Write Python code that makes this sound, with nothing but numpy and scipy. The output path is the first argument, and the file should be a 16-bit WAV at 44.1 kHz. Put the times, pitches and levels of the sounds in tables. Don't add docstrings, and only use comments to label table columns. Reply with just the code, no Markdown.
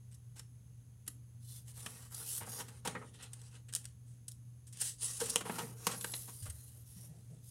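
import sys
import numpy as np
from scipy import signal
from scipy.fft import rfft, irfft
from scipy.io import wavfile

SR = 44100
rng = np.random.default_rng(int(sys.argv[2]) if len(sys.argv) > 2 else 0)


def materialize(psi):
    bounded = np.clip(np.atleast_2d(psi).T, -1, 1)
    quanta = np.round(bounded * 32767).astype(np.int16)
    wavfile.write(sys.argv[1], SR, quanta)


N = 330749
TIME = np.arange(N) / SR

# freq_hz, relative_level_db_per_hz
RUMBLE_COLOUR = [(20, -49.5), (32, -36), (50, -1.5), (80, 6), (110, 5), (160, -1), (210, -7), (280, -12.5),
                 (350, -25), (460, -19.5), (650, -34), (1200, -37.5), (3000, -38), (8000, -61)]
# freq_hz, relative_level_db_per_hz
HISS_COLOUR = [(300, -1.5), (2000, -11.5), (5000, -12), (5900, -11.5), (6350, 1.5), (6800, -5), (7400, -11),
               (8500, -6), (9500, -11), (10200, 3), (11200, -7), (13000, -12.5), (16000, -18)]
# start_s, length_s, level_db, sheet_ring_db (re level)
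CORNER_TICKS = [(0.109, 0.014, -66.5, -7.5), (0.142, 0.0046, -59, -33), (0.379, .0077, -59.5, -5),
                (1.063, .004, -61, -6), (2.1447, 0.0022, -39, -33), (3.224, 0.007, -50, -4.5),
                (3.3317, 0.0026, -46, -11), (3.4153, 0.0015, -54.5, -7), (3.6835, 0.0067, -59, -1),
                (3.725, 0.0024, -46.5, -9), (3.737, 0.00078, -35, -10), (3.7505, 0.0015, -27.5, -21.5),
                (3.761, .0011, -32.5, -10.5), (3.841, .0028, -55, -5), (3.853, 0.0015, -41.5, -14),
                (4.2802, 0.0031, -42, -19.5), (4.314, 0.0011, -51, -20), (4.319, 0.00024, -40.5, -32),
                (4.667, 0.0095, -58.5, -16), (4.7247, 0.0071, -53.5, -14.5), (4.77, 0.0026, -49.5, -14),
                (4.801, 0.0074, -44, -11), (4.8113, 0.0053, -32, -14.5), (5.255, 0.0061, -42.5, -8),
                (5.295, 0.0043, -32.5, -23), (5.911, 0.0068, -42.5, -2.5), (6.01, 0.0016, -41, -5.5),
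                (6.421, 0.0098, -52, -13), (6.4974, 0.0038, -44.5, -13.5)]
# start_s, length_s, patch_pitch_hz, prominence_db, flap_db,
# crack_db (re flap)
SHEET_SNAPS = [(0.3553, .016, 6140, 1, -65, 7), (0.3934, 0.0021, 6630, 2, -56, 11.5),
               (1.077, 0.0021, 11100, 15, -49, 8.5), (1.8604, 0.0025, 3100, 8.5, -40, -0.5),
               (2.404, 0.014, 880, 4, -47.5, -7), (2.468, 0.0084, 730, 8.5, -50.5, -26),
               (2.5965, 0.0079, 950, 7, -46, 1), (2.681, 0.006, 1500, 6, -59, 7.5),
               (2.8477, 0.0093, 910, 9, -41.5, -1), (2.8725, 0.0031, 1030, 0.5, -34.5, -0.5),
               (2.9475, .0083, 1870, 8.5, -40, -23.5), (3.01, .012, 1250, 6.5, -51.5, -32),
               (5.199, 0.0078, 1640, 6.5, -47.5, 12), (5.212, 0.0035, 452, 19, -45.5, -8),
               (5.3584, 0.00088, 2740, 8.5, -28, 10), (5.3648, 0.0019, 2940, 11, -41, 1),
               (5.406, .0049, 570, 1, -39, -6), (5.4505, 0.01, 850, 10.5, -44, -7),
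               (5.495, 0.0031, 884, 7.5, -32, -26), (5.5818, 0.0081, 880, 9.5, -40, 0),
               (5.868, .0011, 1000, 10, -29, 7), (5.8717, 0.0024, 1050, 2, -38, 7.5),
               (6.0432, 0.002, 1580, 6, -38, 3), (6.1364, 0.002, 4130, 21.5, -43.5, -1),
               (6.2773, 0.0087, 1070, 7.5, -54.5, -2), (6.454, 0.0094, 10100, 11, -51, -2)]
# freq_hz, relative_level_db_per_hz
SHEET_COLOUR = [(150, 1.5), (220, 2), (330, -8), (410, -2), (470, 1), (570, -6), (680, -9), (780, -3.5),
                (1200, -6), (1450, -6), (1650, -11.5), (2000, -6), (2600, 3), (4000, -37)]
# freq_hz, relative_level_db_per_hz
CRACK_COLOUR = [(1500, 7.5), (1950, 1), (2200, -4.5), (2950, 2.5), (3600, -2), (4600, -3.5), (5400, 0),
                (6100, -2.5), (8400, 2.5), (9500, 1), (12200, -7.5), (16000, -19)]
# start_s, level_db, pitch_hz
TABLE_BUMPS = [(1.081, -52.5, 283), (2.419, -41, 111), (2.875, -56, 186), (5.413, -42.5, 194),
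               (5.622, -43.5, 148), (5.868, -47, 179), (6.421, -37, 99.3), (6.486, -37, 77.7),
               (6.962, -48.5, 184), (7.092, -46.5, 153.2), (7.309, -46, 155)]
# start_s, length_s, hiss_db,
# swell_db (start to end), flex_db (re hiss), sheen_db (re hiss)
PAGE_STROKES = [(1.39, 0.1, -65, 17, -34, 1), (1.47, 0.11, -55, 5.5, -23, 0.5),
                (1.658, 0.048, -57, 2, -14.5, -1.5), (1.744, 0.32, -54.5, -5, -10, -1.5),
                (2.101, 0.13, -50.5, 8, -10, 2), (2.242, 0.14, -42.5, 2, -21, 1),
                (2.441, 0.16, -51.5, 9, -7, 1.5), (2.604, 0.18, -64, -3, -1.5, -5),
                (2.865, 0.078, -56.5, -15, 2, -16), (2.925, .16, -68, 6, -15, -17),
                (3.119, 0.03, -65, 11, -7.5, -23), (3.177, 0.089, -63.5, -4, -1, -27),
                (3.304, 0.18, -66, -2, -5, -10), (3.5, 0.061, -65, 9, -3, -15),
                (3.735, 0.18, -69, -13, -9, -18), (4.06, 0.11, -72.5, -10, -12, -3),
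                (4.72, 0.093, -58.5, 7, -12.5, -7.5), (4.786, 0.11, -39, -0.5, -26.5, -6.5),
                (5.005, 0.18, -41.5, -10, -23, -6), (5.189, 0.19, -44, -6.5, -11, -4.5),
                (5.44, 0.12, -50, 7, -4, 0.5), (5.566, 0.16, -52, -16, -2, 1.5),
                (5.749, 0.13, -55.5, 17, -9.5, 0), (5.864, 0.084, -47.5, 0.5, -3.5, -4),
                (5.943, 0.21, -51, 3.5, -12.5, 2.5), (6.133, 0.37, -54.5, -12, -19, 3.5),
                (6.506, 0.32, -62.5, -5.5, -15, 3), (6.845, 0.21, -61, 6, -18, 3),
                (7.047, 0.43, -70.5, -6, -17, -5), (7.407, 0.085, -64.5, 10, -35, 3)]
# freq_hz, relative_level_db_per_hz
FRICTION_COLOUR = [(1500, -5), (1900, -5), (2270, -15), (2700, -4), (3250, -6.5), (4400, -9), (5100, -6.5),
                   (6800, -3), (7700, -2), (9300, 4.5), (11500, -4), (13000, -15), (16000, -22)]
# start_s, length_s, level_db
SLEEVE_PULLS = [(6.73, 0.057, -74), (6.97, 0.21, -71), (7.285, .08, -72)]
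# freq_hz, relative_level_db_per_hz
CLOTH_COLOUR = [(250, 2.5), (500, 3.5), (750, -3), (1100, -21), (2000, -18.5)]
# freq_hz, t60_s
ROOM_DECAY = [(200, 0.9), (1000, 0.23), (4000, 0.2), (12000, 0.22)]

# (low Hz, high Hz)
FLEX_HZ, RING_HZ, CRACK_HZ, SHEEN_HZ = (170, 1900), (1750, 4100), (4100, 11500), (11500, 17000)
HUM_HZ = 120.0
CUTOFF_HZ = 15900
CORNER_HZ, CORNER_HZ_PER_DB, CORNER_DB, CORNER_FLAP_DB = 7870, 88, 7, -7.5
RING_DB = -4.5
BUMP_CYCLES = 28
ATTACK_S, ATTACK_DB_PER_S, RELEASE_DB_PER_S = 0.024, 607, 400
RASP_DB, RASP_PER_FLEX, RASP_PER_SHEEN = -13, 0.28, -0.51
BELLY_FULL_DB, BELLY_LAG, BELLY_EDGE_HZ = -53.5, 0.31, 800


def from_db(db):
    return 10 ** (np.asarray(db) / 20)


def rms_one(x):
    return x / np.sqrt(np.mean(x ** 2) + 1e-20)


def at_hz(points, hz):
    freq_hz, value = np.transpose(points)
    return np.interp(np.log(hz), np.log(freq_hz), value)


def drift(rate):
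    step = 20
    settle = 4000
    r = np.exp(-2 * np.pi * rate * step / SR)
    noise = rng.standard_normal(N // step + settle + 2)
    slow = signal.lfilter([1], [1, -2 * r, r * r], noise)[settle:]
    return np.interp(np.arange(N) / step, np.arange(len(slow)), rms_one(slow))


def colour(x, spectrum, band=(10, 20000)):
    size = 8192
    hz = np.maximum(np.fft.rfftfreq(size, 1 / SR), 1)
    band_edges = np.sqrt((1 + (band[0] / hz) ** 10) * (1 + (hz / band[1]) ** 14))
    gain = from_db(at_hz(spectrum, hz)) / band_edges
    cepstrum = irfft(np.log(rms_one(gain) + 1e-5))
    cepstrum[1:size // 2] *= 2
    cepstrum[size // 2 + 1:] = 0
    response = irfft(np.exp(rfft(cepstrum)))
    return signal.oaconvolve(x, response)[:N]


def resonate(x, hz, quality, boost_db):
    b, a = signal.iirpeak(hz, quality, fs=SR)
    return x + (from_db(boost_db) - 1) * signal.lfilter(b, a, x)


def add(out, start_s, sound):
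    start = round(start_s * SR)
    out[start:start + len(sound)] += sound[:N - start]


def background(hum_db, waver_db, rumble_db, hiss_db):
    phase = 2 * np.pi * HUM_HZ * TIME + 0.082 * drift(1.9)
    hum = np.sqrt(2) * from_db(hum_db + waver_db * drift(5.8)) * np.sin(phase)
    rumble = from_db(rumble_db) * colour(rng.standard_normal(N), RUMBLE_COLOUR, (33, SR / 2))
    hiss = from_db(hiss_db) * colour(rng.standard_normal(N), HISS_COLOUR)
    return hum + rumble + hiss


def burst(length_s, grain_db):
    t = TIME[:SR // 10]
    noise, grain = rng.standard_normal((2, len(t)))
    swell = t * np.exp(-t / (0.89 * length_s))
    x = np.tanh(noise) * from_db(grain_db * grain) * swell
    return x * np.sqrt(length_s * SR / np.sum(x ** 2))


def snap(length_s, flap_db, ring_db, crack_db, sway_s=0.00082, ring_stretch=1.24):
    length_s = max(length_s, 3e-4)
    flap_s = length_s + sway_s
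    flap = from_db(flap_db) * np.sqrt(length_s / flap_s) * burst(flap_s, grain_db=-3.5)
    ring = from_db(ring_db) * burst(ring_stretch * length_s, grain_db=0.5)
    crack = from_db(crack_db) * burst(length_s, grain_db=8.0)
    low = colour(flap, SHEET_COLOUR, FLEX_HZ)
    middle = colour(ring, CRACK_COLOUR, RING_HZ)
    high = colour(crack, CRACK_COLOUR, (CRACK_HZ[0], SHEEN_HZ[1]))
    return low + middle + high


def ticking():
    out = np.zeros(N)
    for start_s, length_s, level_db, sheet_ring_db in CORNER_TICKS:
        ring_db = level_db + sheet_ring_db
        sound = snap(length_s, ring_db + CORNER_FLAP_DB, ring_db, level_db)
        pitch_hz = CORNER_HZ - CORNER_HZ_PER_DB * sheet_ring_db
        add(out, start_s, resonate(sound, pitch_hz, quality=10.7, boost_db=CORNER_DB))
    return out


def snapping():
    out = np.zeros(N)
    for start_s, length_s, pitch_hz, prominence_db, flap_db, crack_db in SHEET_SNAPS:
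        ring_db = flap_db + crack_db / 2 + RING_DB
        sound = snap(length_s, flap_db, ring_db, flap_db + crack_db)
        add(out, start_s, resonate(sound, pitch_hz, quality=6.7, boost_db=prominence_db))
    return out


def table_bumps(rise_s):
    out = np.zeros(N)
    for start_s, level_db, pitch_hz in TABLE_BUMPS:
        t = np.maximum(TIME - start_s, 0)
        decay_db = 60 * np.minimum(t * pitch_hz / BUMP_CYCLES, 2)
        soft_onset = 1 - np.exp(-t / rise_s)
        out += from_db(level_db - decay_db) * soft_onset * np.sin(2 * np.pi * pitch_hz * t)
    return out


def stroke(start_s, length_s, level_db, swell_db=0):
    t = TIME - start_s
    attack_db = ATTACK_DB_PER_S * np.clip(t - ATTACK_S, -.3, 0)
    hold_db = level_db + swell_db * (np.clip(t / length_s, 0, 1) - .5)
    release_db = RELEASE_DB_PER_S * np.clip(t - length_s, 0, .5)
    return from_db(attack_db + hold_db - release_db)


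def slips(per_s, spread_db, smooth):
    size_db = spread_db * np.minimum(rng.exponential(1, N), 4)
    sizes = from_db(size_db) * rng.choice([-1, 1], N)
    grains = rms_one(sizes * (rng.random(N) < per_s / SR))
    return rms_one(grains + smooth * rng.standard_normal(N))


def bending(gain):
    grains = slips(per_s=500, spread_db=1.5, smooth=0.7) * gain * from_db(2.0 * drift(31))
    crumple = colour(grains, SHEET_COLOUR, FLEX_HZ)
    highpass = signal.butter(1, BELLY_EDGE_HZ, "high", fs=SR, output="sos")
    upper = signal.sosfilt(highpass, crumple)
    belly_gain = np.minimum(gain / from_db(BELLY_FULL_DB), 1) ** BELLY_LAG
    return upper + belly_gain * (crumple - upper)


def curling(x, patchy_db, quality, rate, count=22):
    out = x.copy()
    for hz in np.geomspace(450, 12500, count):
        b, a = signal.iirpeak(hz, quality, fs=SR)
        boost = from_db(patchy_db * np.clip(drift(rate), -2, 2)) - 1
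        out += boost * signal.lfilter(b, a, out)
    return out * np.sqrt(np.sum(x ** 2) / np.sum(out ** 2))


def sliding():
    power = np.zeros((4, N))
    for start_s, length_s, hiss_db, swell_db, flex_db, sheen_db in PAGE_STROKES:
        rasp_db = RASP_DB + RASP_PER_FLEX * flex_db + RASP_PER_SHEEN * sheen_db
        layer_gains = from_db([0, rasp_db, sheen_db, flex_db])
        power += np.outer(layer_gains, stroke(start_s, length_s, hiss_db, swell_db)) ** 2
    hiss_gain, rasp_gain, sheen_gain, flex_gain = np.sqrt(power)
    chatter = from_db(1.6 * drift(70))
    rub = slips(per_s=2500, spread_db=1.0, smooth=0.9) * chatter
    hiss = colour(rub * hiss_gain, FRICTION_COLOUR, CRACK_HZ)
    rasp = colour(rub * rasp_gain, FRICTION_COLOUR, RING_HZ)
    sheen = colour(rub * sheen_gain, FRICTION_COLOUR, SHEEN_HZ)
    return curling(hiss + rasp + sheen + bending(flex_gain), patchy_db=5.0, quality=26.0, rate=5.8)


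def sleeve():
    gain = sum(stroke(start_s, length_s, level_db) for start_s, length_s, level_db in SLEEVE_PULLS)
    drag = rng.standard_normal(N) * gain * from_db(1.8 * drift(25))
    return colour(drag, CLOTH_COLOUR, (250, 2500))


def room(x, wet_db, echo_db, echo_s, build_s):
    t = TIME[:SR * 7 // 10]
    edges = np.geomspace(100, 17000, 9)
    response = np.zeros(len(t))
    for low, high in zip(edges, edges[1:]):
        bandpass = signal.butter(2, [low, high], "band", fs=SR, output="sos")
        noise = signal.sosfilt(bandpass, rng.standard_normal(len(t)))
        t60_s = at_hz(ROOM_DECAY, np.sqrt(low * high))
        response += noise * 1000 ** (-t / t60_s)
    response *= 1 - np.exp(-t / build_s)
    response *= from_db(wet_db) / np.sqrt(np.sum(response ** 2))
    response[round(echo_s * SR)] += from_db(echo_db)
    return x + signal.oaconvolve(x, response)[:N]


def scene():
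    steady = background(hum_db=-55.5, waver_db=1.8, rumble_db=-61.5, hiss_db=-73.5)
    paper = ticking() + snapping() + sliding()
    close = paper + table_bumps(rise_s=0.0035) + sleeve()
    heard = room(close, wet_db=-13.5, echo_db=-11.0, echo_s=0.0063, build_s=0.0084)
    return (heard + steady)[None]


def record(dry):
    lowpass = signal.ellip(10, .1, 70, CUTOFF_HZ, fs=SR, output="sos")
    return signal.sosfilt(lowpass, dry)


dry = scene()
out = record(dry)
materialize(out)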